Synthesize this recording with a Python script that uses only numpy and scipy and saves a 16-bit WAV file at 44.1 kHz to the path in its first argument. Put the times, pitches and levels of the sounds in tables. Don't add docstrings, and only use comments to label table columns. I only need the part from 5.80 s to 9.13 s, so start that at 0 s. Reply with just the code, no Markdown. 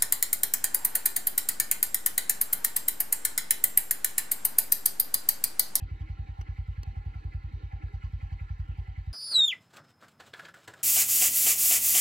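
import sys
import numpy as np
from scipy import signal
from scipy.fft import rfft, irfft
from scipy.io import wavfile
from scipy.ndimage import uniform_filter1d

SR = 44100
rng = np.random.default_rng(int(sys.argv[2]) if len(sys.argv) > 2 else 0)


def materialize(psi):
    bounded = np.clip(np.atleast_2d(psi).T, -1, 1)
    quanta = np.round(bounded * 32767).astype(np.int16)
    wavfile.write(sys.argv[1], SR, quanta)


N = 146853
T = np.arange(N) / SR


def undb(db):
    return 10 ** (np.asarray(db) / 20)


def puff(start, length):
    return np.sin(np.pi * np.clip((T - start) / length, 0, 1)) ** 2 / length


def burst(start, rise):
    u = np.maximum(T - start, 0) / rise
    return np.e * u * np.exp(-u)


def ring(x, hz, t60):
    pole = np.exp(2j * np.pi * hz / SR - np.log(1000) / (t60 * SR))
    return signal.lfilter([1], [1, -pole], x).imag


def band(x, hz, width):
    b, a = signal.iirpeak(hz, hz / width / 1.5, SR)
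    once = signal.lfilter(b, a, x)
    twice = signal.lfilter(b, a, once)
    return twice / np.std(twice)


def walk(rate):
    hold = int(SR / rate)
    steps = np.repeat(rng.standard_normal(N // 500), hold)[:N]
    return 1.2 * uniform_filter1d(steps, hold)


# (frequency [Hz], lead [rad]); negative is later
PORT_LEAD = [(0, 0), (690, -2.5), (1380, -3.6), (2070, -5.5), (2930, -6.7), (5250, -7.6), (9000, -10),
             (16000, -15.6)]
# (frequency [Hz], left minus right [dB])
PORT_BALANCE = [(200, -1.5), (700, -3), (2400, -2), (4400, -3), (6000, -6), (9000, -2), (15000, -3)]


def ports(right, other, alike):
    hz = np.arange(N // 2 + 1) * SR / N
    phase_hz, lead = np.array(PORT_LEAD).T
    level_hz, balance_db = np.array(PORT_BALANCE).T
    gain = undb(np.interp(np.log(hz + 1), np.log(level_hz), balance_db))
    turn = np.exp(1j * np.interp(hz, phase_hz, lead)) * gain
    alike = np.clip(alike, 0, 1)
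    mixed = alike * right + np.sqrt(1 - alike ** 2) * other
    left = irfft(rfft(mixed) * turn, N)
    return np.array([left, right])


# (thump crest time [s], thump level [dB], valve tick level [dB], casing knock level [dB])
FIRINGS = [(0.028, -26.5, -53.0, -54.5), (0.1205, -28, -54.5, -63.5), (0.2143, -28, -61.5, -48.5),
           (0.3047, -28, -54, -54.5), (0.3985, -27.5, -59.5, -69.5), (0.4956, -31, -57, -59),
           (0.5951, -27.5, -60, -54.5), (0.6949, -27, -50, -57.5), (0.7928, -25.5, -55, -55.5),
           (0.8904, -26, -55.5, -65.5), (0.9866, -27.5, -51.5, -69.5), (1.079, -27.5, -55.5, -53),
           (1.1751, -27.5, -55.5, -54), (1.268, -27, -57.5, -55), (1.3621, -31, -52.5, -57.5),
           (1.4573, -27, -58, -55.5), (1.5528, -26, -52.5, -66.5), (1.6487, -29.5, -55.5, -61.5),
           (1.7429, -28.5, -59, -58), (1.8407, -29.5, -59, -54.5), (1.9393, -28.5, -53, -60),
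           (2.043, -27, -50, -65.5), (2.1449, -27.5, -60.5, -50), (2.245, -26.5, -52, -47.5),
           (2.3403, -26, -65, -52.5), (2.4352, -27.5, -53, -53), (2.5279, -27, -52.5, -49),
           (2.6184, -28.5, -49, -55), (2.7111, -26.5, -59, -60), (2.8016, -25.5, -74, -53),
           (2.8967, -27, -71.5, -63), (2.9913, -26.5, -65.5, -55), (3.0894, -31, -52.5, -59),
           (3.1847, -28.5, -50.5, -56.0), (3.2807, -27.5, -61, -65.5)]
# (frequency [Hz], 60 dB decay [s], level [dB], signed factor)
PIPE_MODES = [(44, 0.15, -5.5, 1), (83.7, 0.12, 5, -0.77), (125.6, 0.28, -12.5, -0.91)]
BLOW_LEAD_S, BLOW_S = 0.0088, 0.0047
PUSH_AFTER_S, PUSH_S, PUSH_DB, PUSH_FOLLOWS = 0.01739, 0.0096, -30.5, 0.29
DIP_LEAD_S, DIP_S, DIP_DB = 0.0035, 0.0026, -41
MUFFLER_HZ = 213
THUMP_DB, THUMP_LEFT_DB = 8, -0.5
THUMP_LAG_S = 0.00043


def exhaust():
    crest, blow_db = np.array(FIRINGS).T[:2]
    push_db = PUSH_DB + PUSH_FOLLOWS * (blow_db - blow_db.mean())

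    def port(lag):
        gas = 0
        for opens, blow, push in zip(crest + lag - BLOW_LEAD_S, blow_db, push_db):
            gas = gas + undb(blow) * puff(opens, BLOW_S)
            gas = gas + undb(push) * puff(opens + PUSH_AFTER_S, PUSH_S)
            gas = gas - undb(DIP_DB) * puff(opens - DIP_LEAD_S, DIP_S)
        b, a = signal.butter(2, MUFFLER_HZ, fs=SR)
        gas = signal.lfilter(b, a, gas / SR)
        return sum(sign * undb(db) * ring(gas, hz, t60) for hz, t60, db, sign in PIPE_MODES)

    left = undb(THUMP_LEFT_DB) * port(THUMP_LAG_S / 2)
    right = port(-THUMP_LAG_S / 2)
    return undb(THUMP_DB) * np.array([left, right])


# (frequency [Hz], width [Hz], steady level [dB], share of tick, share of knock)
CASING_MODES = [(526.5, 100, -77.5, 1, .1), (957.7, 59, -70.5, 0.35, .2), (1049.6, 54, -68, 0.4, 0.38),
                (1370, 120, -65, 0.55, 0.067), (1708.5, 110, -67.5, 0.67, .1), (1879, 89, -71.5, 0.56, .1),
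                (2026, 120, -66, 0.83, .1), (2266, 250, -70, 1, 0.071), (2561, 150, -71.5, 0.72, 0.052),
                (2923, 220, -73.5, 0.36, 0.26), (3257, 300, -81, 0.3, .3), (3783, 680, -77, 0, 0.17),
                (4233, 230, -77.5, 0.19, 0.15), (4673, 260, -81, 0.1, .4), (5210, 530, -86, .3, .3),
                (5884, 620, -84.5, 0.11, .3), (6480, 550, -94.5, 0.067, .3), (7340, 430, -90.5, .2, 0.37)]
TICK_LEAD_S, TICK_RISE_S = 0.032, 0.008
KNOCK_LEAD_S, KNOCK_S = 0.013, 0.009
TICK_DB, KNOCK_DB = 62, 67.5
RATTLES_PER_S, RATTLE_SPREAD_DB = 3000, 0.5
WANDER_DB, WANDER_PER_S = 2.2, 20
SHARPNESS = 16
SPREAD_S = 0.008
ALIKE = 0.66


def casing():
    tick = sum(undb(db + TICK_DB) * burst(s - TICK_LEAD_S, TICK_RISE_S) for s, _, db, _ in FIRINGS)
    knock = sum(undb(db + KNOCK_DB) * burst(s - KNOCK_LEAD_S, KNOCK_S) for s, _, _, db in FIRINGS)
    hit = rng.random((2, N)) < RATTLES_PER_S / SR
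    strength = rng.standard_normal((2, N))
    extra_db = RATTLE_SPREAD_DB * rng.exponential(size=(2, N))
    rattle = hit * strength * undb(extra_db)
    out = 0
    for hz, width, db, on_tick, on_knock in CASING_MODES:
        swell = np.sqrt(1 + (on_tick * tick) ** 2 + (on_knock * knock) ** 2)
        drive = undb(WANDER_DB * walk(WANDER_PER_S)) * swell
        rung = band(rattle * drive, hz, min(width, hz / SHARPNESS))
        shift = int(SPREAD_S * SR * rng.uniform(-1, 1))
        out = out + undb(db) * np.roll(rung, shift, axis=1)
    return ports(*out, ALIKE)


# (time [s], level [dB])
PANEL_LEVEL = [(0.0, -53.5), (0.08, -68), (0.59, -56.5), (0.95, -70.5), (1.06, -58.5), (1.86, -67.5),
               (1.92, -55.5), (2.4, -72.5), (2.42, -59), (2.73, -68), (3.09, -59.5), (3.33, -68)]
PANEL_HZ, PANEL_T60_S = 790, 0.09
KNOCK_RING_DB = 2.5
HUM_DIP_DB = -9


def panel():
    phase = 2 * np.pi * rng.random((len(FIRINGS), 2))
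    push = np.zeros((2, N))
    for (crest, _, _, db), start_phase in zip(FIRINGS, phase):
        shape = undb(db) * puff(crest - KNOCK_LEAD_S, KNOCK_S)
        for side in range(2):
            push[side] += shape * np.sin(2 * np.pi * PANEL_HZ * T + start_phase[side])
    knocks = undb(KNOCK_RING_DB) * ring(2 * push / SR, PANEL_HZ, PANEL_T60_S)
    swell = sum(burst(crest - 2 * KNOCK_LEAD_S, 0.022) for crest, _, _, _ in FIRINGS)
    hum_db = np.interp(T, *np.array(PANEL_LEVEL).T) + HUM_DIP_DB * (0.5 - swell)
    hum = undb(hum_db) * band(rng.standard_normal((2, N)), PANEL_HZ, 50)
    return ports(*(hum + knocks), ALIKE)


# (time [s], level [dB])
RUMBLE_LEVEL = [(0.0, -65), (0.21, -63), (0.55, -73), (0.67, -62.5), (0.72, -73), (1.4, -71.5),
                (1.45, -63.5), (1.61, -77.5), (1.73, -68.5), (1.82, -59.5), (1.88, -75.5), (2.01, -63),
                (2.16, -70), (2.75, -75), (2.89, -66), (2.93, -70), (3.27, -76), (3.33, -68)]
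# (frequency [Hz], width [Hz], relative level [dB], share of the swells followed)
FRAME_MODES = [(199, 81, 3, 0.69), (260, 35, -1.5, .8), (299.5, 29.5, 1, 1), (390, 29, -3, .8),
               (419.5, 70, -6.5, 1)]


def frame():
    level_db = np.interp(T, *np.array(RUMBLE_LEVEL).T)
    mean_db = level_db.mean()
    shake = rng.standard_normal((2, N))
    out = 0
    for hz, width, db, share in FRAME_MODES:
        mode_db = db + mean_db + share * (level_db - mean_db) + 3.5 * walk(19)
        out = out + undb(mode_db) * band(shake, hz, width)
    return ports(*out, 0.89)


# (start time [s], level [dB], contact length [s], treble tilt [dB per octave])
CLACKS = [(0.6108, -40, 0.0047, -4), (1.0314, -35.5, 0.0022, 1.5)]
# (frequency [Hz], 60 dB decay [s], level [dB])
OBJECT_MODES = [(910, 0.018, -8), (1430, .008, 1), (2130, 0.0073, -2.5), (2780, 0.01, 0.5),
                (3140, 0.0071, -13), (4310, 0.016, -1), (4720, 0.0061, -3.5), (5750, 0.0089, 0),
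                (7300, 0.024, -11.5), (9250, 0.0084, -40), (11300, 0.0063, -18), (14000, 0.0075, -15)]


def clacks():
    out = 0
    for start, db, length, tilt_db in CLACKS:
        contact = burst(start, length / 2) * rng.standard_normal((2, N))
        rung = 0
        for hz, t60, mode_db in OBJECT_MODES:
            gain = undb(mode_db + tilt_db * np.log2(hz / 3000))
            rung = rung + gain * ring(contact, hz, t60) / np.sqrt(t60 * SR)
        out = out + undb(db) * rung
    return ports(*out, 0.77)


HISS_DB, HISS_PULSE_DB = -86, 6.5


def hiss():
    pulse = sum(burst(crest - 0.02, 0.005) for crest, _, _, _ in FIRINGS)
    noise = rng.standard_normal((2, N)) * undb(HISS_PULSE_DB * pulse + 1.8 * walk(18))
    upper = band(noise, 11250, 2400) + band(noise, 14300, 960)
    return undb(HISS_DB) * (band(noise, 7600, 3600) + undb(-6.5) * upper)


def scene():
    return exhaust() + casing() + panel() + frame() + clacks() + hiss()


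LOW_CUT_HZ, TOP_HZ = 39.6, 15900


def record(dry):
    low_cut = signal.butter(4, LOW_CUT_HZ, "high", fs=SR, output="sos")
    top_cut = signal.ellip(8, 0.2, 70, TOP_HZ, fs=SR, output="sos")
    return signal.sosfilt(top_cut, signal.sosfilt(low_cut, dry))


dry = scene()
out = record(dry)
materialize(out)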